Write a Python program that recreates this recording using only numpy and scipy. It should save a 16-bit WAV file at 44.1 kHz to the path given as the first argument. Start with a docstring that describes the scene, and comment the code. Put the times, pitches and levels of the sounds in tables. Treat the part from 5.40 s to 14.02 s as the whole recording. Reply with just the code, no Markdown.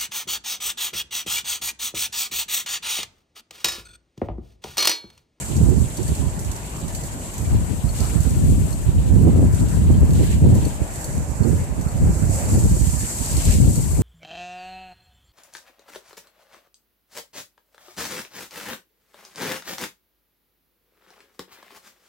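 """Gusty wind buffets a hand-held phone, its eddies rumbling over each of two microphone ports.
Behind it, on a walk along a concrete lakeshore, choppy waves roar with clouds of bubbles, slosh up the
steps and slap down in a hiss of spray. Shoes scuff and clink on the grit. Near the end a big wave bursts
on the wall with a hollow thump of trapped air, and its spray rains down in heavy drops."""
import sys
import numpy as np
from scipy import signal
from scipy.fft import rfft, irfft, next_fast_len
from scipy.io import wavfile
from scipy.ndimage import uniform_filter1d, map_coordinates

SR = 44100
rng = np.random.default_rng(int(sys.argv[2]) if len(sys.argv) > 2 else 0)


def transcribe(u):
    """Save the signal u as a 16-bit wav file named by the first command-line argument.

    u: samples, shape (n,) or (channels, n), limited to [-1, 1]; the rate is SR.
    q: integer samples, one column per channel.
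    """
    v = np.clip(np.atleast_2d(u).T, -1, 1)
    q = np.round(v * 32767).astype(np.int16)
    wavfile.write(sys.argv[1], SR, q)


N = 380141
T = np.arange(N) / SR
FFT_SIZE = next_fast_len(N + 8192)
FREQS = np.maximum(np.fft.rfftfreq(FFT_SIZE, 1 / SR), 1)

# Pan is left minus right throughout. Tone curves, all (frequency [Hz], relative level [dB]):
ROAR_EQ = [(40, 16), (150, 13.5), (300, 8.5), (470, 1.5), (610, 5), (760, 1.5), (960, 2.5), (1150, -6.5),
           (1550, -7.5), (1900, -9.5), (3000, -25), (6000, -41)]  # open surf
THUMP_EQ = [(150, 8), (350, -3.5), (520, 6.5), (800, 2), (1000, -5), (1300, -10.5), (2600, -10.5),
            (6000, -62)]  # air trapped in the big wave
SPLASH_EQ = [(700, -3), (1500, -2), (2300, 4), (2800, 5.5), (3400, 3), (4400, 1), (6000, -17), (14000, -4)]  # sheets of water on concrete
SPRAY_EQ = [(2500, -42), (3600, -20), (4400, -1.5), (5400, -3.5), (7000, 1), (10000, 0.5), (14500, 0.5)]  # fine mist
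HEAVY_DROP_EQ = [(1000, -22), (2600, -13), (3400, -3), (4200, 5.5), (5500, 4.5), (7500, 0.5), (11000, -3),
                 (14500, 6)]  # thrown water landing
GRIT_EQ = [(2000, -33), (3700, 1), (4400, -4.5), (6000, 5.5), (8000, 0.5), (12000, 8.5), (14500, 7)]  # tiny hard impacts of grains or drops
EDDY_EQ = [(15, -15), (35, -16), (55, 3.5), (100, 0.5), (200, -8), (400, -22), (800, -40.5), (1600, -48.5),
           (4000, -90)]  # turbulent pressure at the usual air speed
VORTEX_EQ = [(100, -25), (230, -12), (335, 7), (450, -4), (650, -36), (1300, -61), (3000, -80)]  # vortices shed by the phone's edge

# the big wave rolls in, then bursts: (start [s], rise [s], hold [s], fall [s], level [dB])
BREAKER_SWELLS = [(4.898, 0.63, 1.529, 0.31, -39.5), (6.85, 0.12, 0.18, 0.067, -33.5)]
# first a brief, high hiss near 9 kHz as the left port's resonance widens; the other rows are sloshing
# foam: (start [s], hold [s], pitch [Hz], level [dB], pan [dB])
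HISS_AND_SLOSHES = [(0.362, 0.41, 9250, -51.5, 11), (0.76, 0.061, 943, -46, 5), (1.082, 0.3, 968, -50, 3),
                    (1.19, 0.1, 2405, -52, 2), (1.58, 0.2, 976, -55, 4), (2.49, 0.12, 951, -45, -4),
                    (2.549, 0.25, 1399, -48.5, -5), (3.79, 0.2, 1148, -51, -2),
                    (2.641, 0.21, 4000, -55.5, 0), (4.058, 0.26, 1499, -48.5, -1),
                    (4.829, 0.075, 2500, -53, -3), (4.551, 0.079, 896, -50, 3), (5.06, 0.19, 819.6, -41, 4),
                    (5.78, 0.2, 950.5, -48.5, 4), (5.445, 0.19, 1651, -48, 0),
                    (5.962, 0.17, 1548, -47.5, 3), (6.301, 0.16, 1206, -48.5, -3),
                    (6.638, 0.14, 1401, -47.5, -2), (7.021, 0.17, 1250, -52, 1.5),
                    (7.529, 0.12, 1702, -51, 0), (7.72, 0.24, 920, -48, 2), (7.901, 0.17, 2600, -48, 10),
                    (7.951, 0.16, 559.6, -42, -2)]
# the bed of water washing over the steps: (time [s], splash [dB], spray [dB], spray pan [dB])
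WASH_BED = [(0.0, -43, -37.5, -1), (0.33, -47.5, -41.5, -1.5), (1.03, -47, -44.5, -1.5),
            (2.02, -45.5, -42, -0.5), (2.29, -46, -44, 6), (3.2, -46, -40.5, 9), (3.56, -48, -46, 4),
            (4.61, -46, -45.5, 3), (5.46, -47.5, -44.5, -0.5), (5.93, -55, -43, -9),
            (6.32, -51.5, -47, -1.0), (6.63, -53.5, -42.5, -1.5), (7.45, -45, -35.5, 0),
            (8.36, -44.5, -35.5, 3.5), (8.61, -47, -37.5, 7)]
# waves slapping the concrete: (start [s], hold [s], splash [dB], spray [dB], spray pan [dB])
WAVE_SLAPS = [(0.647, 0.093, -46.5, -43, -2), (1.054, 0.07, -49, -55, -5.0), (1.498, 0.038, -48, -46, 1.0),
              (2.531, 0.16, -45, -41.5, 2), (2.761, 0.15, -53, -45, 4.0), (4.088, 0.21, -55, -43, 3),
              (4.707, 0.16, -41, -42, -1), (5.118, 0.11, -46, -44.5, -1), (5.496, 0.16, -53, -42.5, -1),
              (6.02, 0.11, -54, -44, 2), (6.661, 0.15, -67, -45, -6), (6.87, 0.06, -60, -35.5, -1),
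              (7.05, 0.099, -56, -36.5, 0), (7.58, 0.03, -52, -39, -1)]
# thrown water falling back: (start [s], rise [s], hold [s], heavy drops [dB], splash [dB])
SHOWERS = [(2.518, 0.064, 0.055, -35.5, -44), (7.668, 0.37, 0.092, -32, -40),
           (8.07, 0.029, 0.031, -32, -46)]
# shoes on grit: (time [s], level [dB], relative ring [dB], pan [dB])
SHOE_SCUFFS = [(0.165, -27.5, -13, -8.5), (0.57, -29, -10, -2), (0.6285, -32, -20, 1),
               (0.679, -31.5, -8, -2), (0.75, -34, -5, -2), (0.9915, -30, -20, -2), (1.0456, -34, -14, -2),
               (1.114, -28, -16, -7), (1.161, -34, -13, -4), (1.3633, -36, -18, -2), (1.48, -32, -20, 3),
               (1.548, -29.5, -6.5, -2), (1.6355, -34, -9, -4), (1.9391, -35, -19, 0),
               (1.9797, -31, -28, -2), (2.0123, -37, -20, -2), (2.49, -35.5, 2, 4), (2.605, -35, -8, 3),
               (2.8035, -28, -15, -1), (2.832, -35, -18, 3), (2.906, -33, -20, 1), (3.101, -49, -18, 9),
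               (3.3049, -35, -18, 2), (3.3272, -38, 0.5, 3), (4.1454, -31, -18, -1), (4.1976, -41, -5, 3),
               (4.284, -33, -11, 2), (4.7056, -34, -10, -2), (4.7328, -30.5, -21, 3), (5.1499, -31, -23, 3),
               (5.25, -31.5, -3, 4), (5.5565, -33, -14, -2), (5.642, -26, -12, -1), (6.0341, -41, 3, 1),
               (6.4113, -36, -16, -2), (6.485, -41.5, -2, 0), (6.8285, -40, -18, -4), (7.055, -36, -4, 2),
               (8.3559, -27, -14, 0)]
# the bed of wind between gusts: (time [s], level [dB], pan [dB])
BREEZE_BED = [(0.0, -33, -3), (0.65, -31, 0), (1.1, -30, -1), (1.31, -40, 2), (1.54, -29, 1),
              (1.92, -37, -1), (2.05, -27, 2), (2.55, -28, 4), (2.7, -23, 1), (2.84, -28, 2.5),
              (3.1, -19, 0), (3.42, -23.5, 0), (3.62, -22, 1), (4.1, -15, 1), (4.19, -20, 3),
              (5.18, -18.5, -1), (5.37, -28, 3), (5.58, -33, 1), (6.34, -30, -3), (7.3, -19.5, -2),
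              (7.75, -31.5, -7.5), (7.87, -33, -6.5), (8.14, -20.5, 1.5), (8.62, -21, 5.5)]
# gusts on the ports: (centre [s], length [s], level [dB], pan [dB], small-eddy share over the usual [dB])
GUST_HITS = [(0.121, 0.041, -21, -16, 1), (0.184, 0.046, -14.5, 7, -2), (0.248, 0.079, -10.5, -10, -2.5),
             (0.312, 0.064, -14, -17, 5), (0.399, 0.08, -13.5, -12, 0), (0.607, 0.032, -21.5, -14, 8.5),
             (0.658, 0.03, -20.5, 8, 0), (0.71, 0.037, -16.5, -4, 0), (0.808, 0.025, -16.5, -16, -5),
             (0.863, 0.051, -18, -15, -4), (0.991, 0.042, -25, 1, -2), (1.079, 0.043, -22, -9, -4),
             (1.448, 0.038, -24.5, -11, -2), (2.019, 0.046, -22.5, -12, 2), (2.067, 0.023, -20, 3.5, -2),
             (2.141, 0.06, -12, 4, -3), (2.211, 0.049, -20, 4, 0), (2.322, 0.04, -19.5, 13, 0),
             (2.371, 0.03, -22, 9, -2), (2.464, 0.052, -15.5, -13, -7), (2.616, 0.043, -15, -12, -3),
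             (2.778, 0.051, -11, -18, -7.5), (2.867, 0.026, -11.5, -15.5, -7), (2.92, 0.041, -19, -4.5, -1),
             (2.973, 0.029, -16.5, 6, -1), (3.03, 0.051, -15, 1, -1.5), (3.099, 0.083, -11.5, -1, -2),
             (3.197, 0.052, -15, 2.5, -2), (3.246, 0.023, -17, 1, -1), (3.482, 0.039, -12.5, -14, -6),
             (3.573, 0.052, -11.5, -3.5, -5), (3.656, 0.043, -17, -12.5, -3), (3.755, 0.095, -9, -13, -1),
             (3.862, 0.083, -11, -7, 5.5), (4.002, 0.14, -12, 3, 4), (4.226, 0.051, -15, 4, 0),
             (4.359, 0.052, -15, 10, 0), (4.416, 0.035, -15, -8.5, -1), (4.509, 0.096, -10.5, -3, 0),
             (4.575, 0.03048, -14, 0, 1), (4.625, 0.043, -8.5, 3.5, 0), (4.691, 0.03, -15.5, -2, 2),
             (4.749, 0.079, -14, 3, 0), (4.814, 0.037, -11, -9, 5), (4.89, 0.031, -17, -10.5, -3),
             (4.96, 0.04, -15.5, 1, -1), (5.064, 0.085, -8, -1, 0.5), (5.152, 0.069, -10.5, -3, 1.5),
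             (5.25, 0.052, -19, 6, 2), (5.414, 0.028, -18.5, -12.5, -2), (5.692, 0.029, -22.5, 5, -3),
             (5.78, 0.071, -19.5, 2.5, -4), (5.906, 0.041, -22, -13, -2.5), (6.011, 0.039, -14, -17, -1),
             (6.08, 0.063, -14.5, -20, 6), (6.14, 0.046, -14, -5, -1), (6.211, 0.044, -20, 3, -2),
             (6.308, 0.038, -21.5, -13.5, -4), (6.391, 0.031, -19, -12, -0.5), (6.465, 0.028, -19, -9, -4),
             (6.565, 0.044, -19, -9.5, -3), (6.659, 0.098, -12, -1, -3), (6.752, 0.03, -19, -10, -3),
             (6.867, 0.11, -15.5, -11, -4), (7.161, 0.075, -13.5, 0, 1), (7.248, 0.041, -12, 1.5, -0.5),
             (7.328, 0.071, -14, -1, -2), (7.426, 0.037, -12, -11, -5), (7.483, 0.036, -15.5, -5.5, -7),
             (7.551, 0.033, -18, -16.5, -7), (7.609, 0.047, -23.5, -7, -4),
             (7.809, 0.032, -23.5, -14.5, -0.5), (7.957, 0.076, -16, -3, -7), (8.082, 0.05, -10.5, 6.5, -6),
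             (8.16, 0.051, -14, -4.5, -3.5), (8.246, 0.099, -10, 4.5, -0.5), (8.383, 0.035, -19.5, 7, -2),
             (8.48, 0.072, -21, 7, -7.5), (8.54, 0.03, -16.5, -2, -8.5), (8.604, 0.043, -16.5, -2.5, 5)]
# eddies tearing off a port in the hardest gusts: (time [s], level [dB], pan [dB])
EDDY_SNAPS = [(3.835, -10, -6), (3.875, -8, -11), (3.961, -7, 17), (3.995, -8, -13), (4.029, -8, 2),
              (4.632, -12, 7), (5.062, -9, 5), (5.189, -12, 5), (5.272, -18, 3)]
# the air in each port, left then right: (resonance [Hz], width [Hz], boost [dB], roll-off corner [Hz])
PORT_TONES = [(7890, 1020, 13, 13400), (7550, 1110, 14, 8850)]


def undb(db):
    """Decibels to gain."""
    return 10 ** (np.asarray(db) / 20)


def automation(table):
    """The columns of a timed table as curves, sample by sample."""
    times, *columns = np.transpose(table)
    return [np.interp(T, times, column) for column in columns]


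def shape(x, gain):
    """Filter by a gain for every frequency."""
    return irfft(rfft(x, FFT_SIZE) * gain, FFT_SIZE)[..., :N]


def colour(x, eq):
    """Filter by a tone curve and bring to rms 1."""
    hz, db = np.transpose(eq)
    y = shape(x, undb(np.interp(np.log(FREQS), np.log(hz), db)))
    return y / y.std()


def drift(rate):
    """A random modulator with a spread of about 1 that glides to `rate` new values a second."""
    knots = rng.standard_normal(4096)
    return 1.2 * np.interp(T * rate + rng.random(), np.arange(len(knots)), knots)


def panned(pan_db):
    """Constant-power left and right gains for a fixed or moving pan."""
    gains = undb(np.vstack([pan_db, -pan_db]) / 2)
    return gains / np.sqrt(np.mean(gains ** 2, axis=0))


def swell(start_s, rise_s, hold_s, fall_s):
    """An envelope: smooth rise, hold, exponential fall."""
    rise = np.sin(np.pi / 2 * np.clip((T - start_s) / rise_s, 0, 1)) ** 2
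    return rise * np.exp(-np.maximum(T - start_s - rise_s - hold_s, 0) / fall_s)


def diffuse(pair, port_gap_m=0.19):
    """Sound from all along the shore: lows reach both ports alike, highs unrelated."""
    alike = np.sinc(2 * FREQS * port_gap_m / 343)
    mid, side = shape(pair[0], np.sqrt(1 + alike)), shape(pair[1], np.sqrt(1 - alike))
    return np.array([mid + side, mid - side])


def impacts(rate, spread_db):
    """Two streams of tiny clicks of random size, `rate` a second each."""
    sizes = undb(spread_db * np.minimum(rng.exponential(size=(2, N)), 5))
    hits = (rng.random((2, N)) < rate / SR) * sizes * rng.choice([-1, 1], (2, N))
    return hits / hits.std()


def patter(rate, spread_db, decay_s):
    """Each drop or popping bubble shatters into a very short burst of hiss."""
    power = signal.lfilter([1], [1, -np.exp(-2 / (decay_s * SR))], impacts(rate, spread_db) ** 2)
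    return np.sqrt(power) * rng.standard_normal((2, N))


def churn(x, rate, depth_db, count=6):
    """Bubbles and drops come in clouds of one size: each band swells and sinks on its own."""
    band_index = np.interp(np.log(FREQS), np.log([400, 6000]), [0, count - 1])
    bands = (shape(x, np.maximum(1 - abs(band_index - k), 0)) for k in range(count))
    y = sum(band * undb(depth_db * drift(rate)) for band in bands)
    return y / y.std()


def landing_water():
    """Gains of splash, spray and heavy drops: waves, plume and showers add their power to the wash."""
    splash_db, spray_db, pan_db = automation(WASH_BED)
    splash, spray, heavy = undb(splash_db) ** 2, (undb(spray_db) * panned(pan_db)) ** 2, 0
    for start_s, hold_s, splash_db, spray_db, pan_db in WAVE_SLAPS:
        wave = swell(start_s, rise_s=0.067, hold_s=hold_s, fall_s=0.058)
        splash += (wave * undb(splash_db)) ** 2
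        spray += (wave * undb(spray_db) * panned(pan_db)) ** 2
    plume = swell(start_s=7.054, rise_s=0.59, hold_s=0.51, fall_s=0.05)  # the big wave's windblown spray
    spray += (undb(-36.5) * plume) ** 2
    for start_s, rise_s, hold_s, heavy_db, splash_db in SHOWERS:
        shower = swell(start_s, rise_s, hold_s, fall_s=0.056)
        heavy += (shower * undb(heavy_db)) ** 2
        splash += (shower * undb(splash_db)) ** 2
    return np.sqrt(splash), np.sqrt(spray), np.sqrt(heavy)


def surf(splash_gain, bed_db=-33.5, follow_db=4.5):
    """Bubble clouds roar, more as water lands; air trapped in the big wave adds a hollow body."""
    roar = colour(diffuse(rng.standard_normal((2, N))), ROAR_EQ)
    roar = churn(roar, rate=26, depth_db=1.5)
    roar *= np.hypot(undb(bed_db + 1.1 * drift(10)), undb(follow_db) * splash_gain)
    breaker = np.sqrt(sum((undb(db) * swell(*timing)) ** 2 for *timing, db in BREAKER_SWELLS))
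    thump = colour(diffuse(rng.standard_normal((2, N))), THUMP_EQ)
    thump *= breaker * undb(0.96 * drift(28))
    return (roar + thump) * panned(1.5)


def hiss_and_sloshes(wobble_octaves=0.11, flutter_db=2.5, climb_octaves_per_s=0.5, relative_width=0.29):
    """Noise bands that wobble and climb: one high hiss at the left port, then sloshes of ringing foam."""
    out = np.zeros((2, N))
    rise_s, fall_s = 0.06, 0.041
    wobble, flutter = wobble_octaves * drift(22), undb(flutter_db * drift(40))
    for start_s, hold_s, hz, db, pan_db in HISS_AND_SLOSHES:
        centre_s = start_s + rise_s + hold_s / 2
        octaves = climb_octaves_per_s * np.clip(T - centre_s, -.5, .5) + wobble
        phase = 2 * np.pi * np.cumsum(hz * 2 ** octaves) / SR
        lowpass = signal.butter(2, hz * relative_width / 2, fs=SR, output="sos")
        slow_noise = signal.sosfilt(lowpass, rng.standard_normal((2, 2, N)))
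        band = slow_noise[0] * np.cos(phase) + slow_noise[1] * np.sin(phase)
        out += band / band.std() * undb(db) * swell(start_s, rise_s, hold_s, fall_s) * panned(pan_db)
    return out * flutter


def chirps(splash_gain, count=900, low_hz=1007, high_hz=3123, decay_cycles=27, glide=0.0275):
    """Faint, short rising tones at 1-3 kHz, louder where more water lands."""
    out = np.zeros((2, N + SR))
    for when, pitch, size, side, lag in rng.random((count, 5)):
        hz = low_hz * (high_hz / low_hz) ** pitch
        cycles = np.arange(int(5 * decay_cycles * SR / hz)) * hz / SR
        envelope = np.exp(-cycles / decay_cycles) * (1 - np.exp(-cycles / 2))
        phase = 2 * np.pi * (cycles * (1 + glide * cycles / decay_cycles / 2) + np.array([[0], [lag]]))
        strength = undb(1.5 * min(-np.log(size), 4))
        start = int(when * N)
        out[:, start:start + len(cycles)] += strength * envelope * np.sin(phase) * panned(6 * side)
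    return out[:, :N] / out[:, :N].std() * splash_gain * undb(-8)


def wash(splash_gain, spray_gain, lapping_db=0.4):
    """Sheets of water slap on the concrete; fine spray hisses and single drops crackle in it."""
    splash = colour(diffuse(impacts(rate=14000, spread_db=1.5)), SPLASH_EQ)
    splash = churn(splash, rate=49, depth_db=2.5) * splash_gain * panned(3.2)
    mist = colour(diffuse(impacts(rate=26000, spread_db=-0.5)), SPRAY_EQ) * undb(drift(70))
    crackle = colour(patter(rate=450, spread_db=3.2, decay_s=0.001), GRIT_EQ)
    crackle *= undb(-7 + 2.194 * drift(70))
    return (splash + (mist + crackle) * spray_gain) * undb(lapping_db * drift(22))


def downpour(heavy_gain):
    """Thrown water comes down in clumps of heavy drops; the largest smack one by one."""
    rain = colour(impacts(rate=5200, spread_db=-0.5), HEAVY_DROP_EQ) * undb(0.83 * drift(66))
    smacks = colour(patter(rate=300, spread_db=4.0, decay_s=0.0012), HEAVY_DROP_EQ)
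    return undb(-3.5) * (rain + smacks) * heavy_gain * panned(4)


def scuffs(rise_s=0.0006, decay_s=0.0045, slide_s=0.035, slide_db=-11, ring_hz=4400, ring_s=0.0077):
    """A sole bites on the grit and slides on; larger grains clink, each slightly detuned."""
    scrape, ring = np.zeros((2, N)), np.zeros((2, N))
    for start_s, db, ring_db, pan_db in SHOE_SCUFFS:
        detune, lag = rng.standard_normal(2)
        span = slice(int(start_s * SR), int(start_s * SR) + SR // 5)
        age = np.maximum(T[span] - start_s, 0)
        bite = undb(db) * (1 - np.exp(-age / rise_s)) * panned(pan_db)
        scrape[:, span] += bite * (np.exp(-age / decay_s) + undb(slide_db) * np.exp(-age / slide_s))
        clink = np.sin(2 * np.pi * ring_hz * (1 + 0.013 * detune) * age + np.array([[0], [lag]]))
        ring[:, span] += bite * undb(ring_db + 1.5) * np.exp(-age / ring_s) * clink
    scrape += undb(-51 + 3.5 * drift(38))  # loose grains crunch faintly between the bites
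    grains = colour(impacts(rate=3900, spread_db=1.5), GRIT_EQ)
    return undb(-1.5) * scrape * grains + ring


def snaps(edge_s=0.00047, relax_s=0.0016):
    """An eddy tears off a port: the pressure flips in one steep step and relaxes at once."""
    out = np.zeros((2, N))
    for time_s, db, pan_db in EDDY_SNAPS:
        span = slice(int(time_s * SR) - SR // 50, int(time_s * SR) + SR // 50)
        age = T[span] - time_s
        out[:, span] += undb(db) * np.tanh(age / edge_s) * np.exp(-abs(age) / relax_s) * panned(pan_db)
    return out


def airflow(wander_db=1.69, breeze_small_db=-4.5, gust_steepness=6):
    """Strength and small-eddy share at each port: gusts add their power to a wandering breeze."""
    breeze_db, breeze_pan_db = automation(BREEZE_BED)
    wander = np.array([drift(18) for _ in range(2)])
    power = (undb(breeze_db + wander_db * wander) * panned(breeze_pan_db)) ** 2
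    small_eddies = power * undb(breeze_small_db)
    for centre_s, length_s, db, pan_db, small_db in GUST_HITS:
        span = slice(max(int((centre_s - 2 * length_s) * SR), 0), int((centre_s + 2 * length_s) * SR))
        off_centre = abs(2 * (T[span] - centre_s) / length_s)
        gust = (undb(db) * panned(pan_db)) ** 2 / (1 + off_centre ** gust_steepness)
        power[:, span] += gust
        small_eddies[:, span] += gust * undb(small_db)
    return np.sqrt(power), small_eddies / power


def buffet(speed, flutter_db=2.5, low_hz=44, high_hz=840):
    """Turbulence sweeps over one port: each surge makes the pressure both stronger and quicker."""
    surge = undb(flutter_db * drift(130))
    travel = np.cumsum(speed * surge ** .35)
    field = colour(rng.standard_normal(N), EDDY_EQ)
    pressure = surge * map_coordinates(field, [travel], order=1, mode="mirror")
    # slow swells leak away and tiny eddies average out
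    pressure = signal.sosfilt(signal.butter(4, low_hz, "high", fs=SR, output="sos"), pressure)
    pressure = signal.sosfilt(signal.butter(2, high_hz, fs=SR, output="sos"), pressure)
    power = uniform_filter1d(uniform_filter1d(pressure ** 2, size=2400), size=2400)
    return pressure / np.sqrt(power + 1e-12)  # levelled, so the airflow alone sets the strength


def wind(shedding=0.31):
    """Each port has its own eddies: faster air brings more small ones, then starts to shed vortices."""
    strength, small_share = airflow()
    small_share *= np.minimum(strength / undb(-24), 1) ** .6  # light air holds hardly any
    eddies = np.array([buffet(speed) for speed in small_share ** .45])
    vortices = colour(rng.standard_normal((2, N)), VORTEX_EQ) * undb(2.6 * drift(110))
    return strength * (eddies + vortices * shedding * np.clip(small_share - 1, 0, 3))


def scene():
    """The mix at the two ports: the shore behind, wind in front, shoes underfoot."""
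    splash, spray, heavy = landing_water()
    backdrop = surf(splash) + hiss_and_sloshes() + chirps(splash) + wash(splash, spray) + downpour(heavy)
    return backdrop + wind() + snaps() + scuffs()


def record(dry, shadow_hz=3480, shadow_width_hz=400, shadow_depth=0.11, low_hz=37, top_hz=14380):
    """The phone's body shades one band, each port resonates, and the deep bass and the top are cut."""
    shadow = 1 - shadow_depth * np.exp(-((FREQS - shadow_hz) / shadow_width_hz) ** 2)
    out = []
    for x, (hz, width_hz, boost_db, corner_hz) in zip(dry, PORT_TONES):
        resonance = 1 / (1 + ((FREQS ** 2 - hz ** 2) / (FREQS * width_hz)) ** 2)
        roll_off = 1 + (FREQS / corner_hz) ** 6
        gain = shadow * np.sqrt((1 + undb(boost_db) ** 2 * resonance) / roll_off)
        out.append(shape(np.pad(x, (0, FFT_SIZE - N), "linear_ramp"), gain))
    out = signal.sosfilt(signal.butter(5, low_hz, "high", fs=SR, output="sos"), out)
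    saturated = 1.05 * np.tanh(out / 1.05)  # the hardest buffets overload softly
    return signal.sosfilt(signal.ellip(12, .1, 80, top_hz, fs=SR, output="sos"), saturated)


dry = scene()
out = record(dry)
transcribe(out)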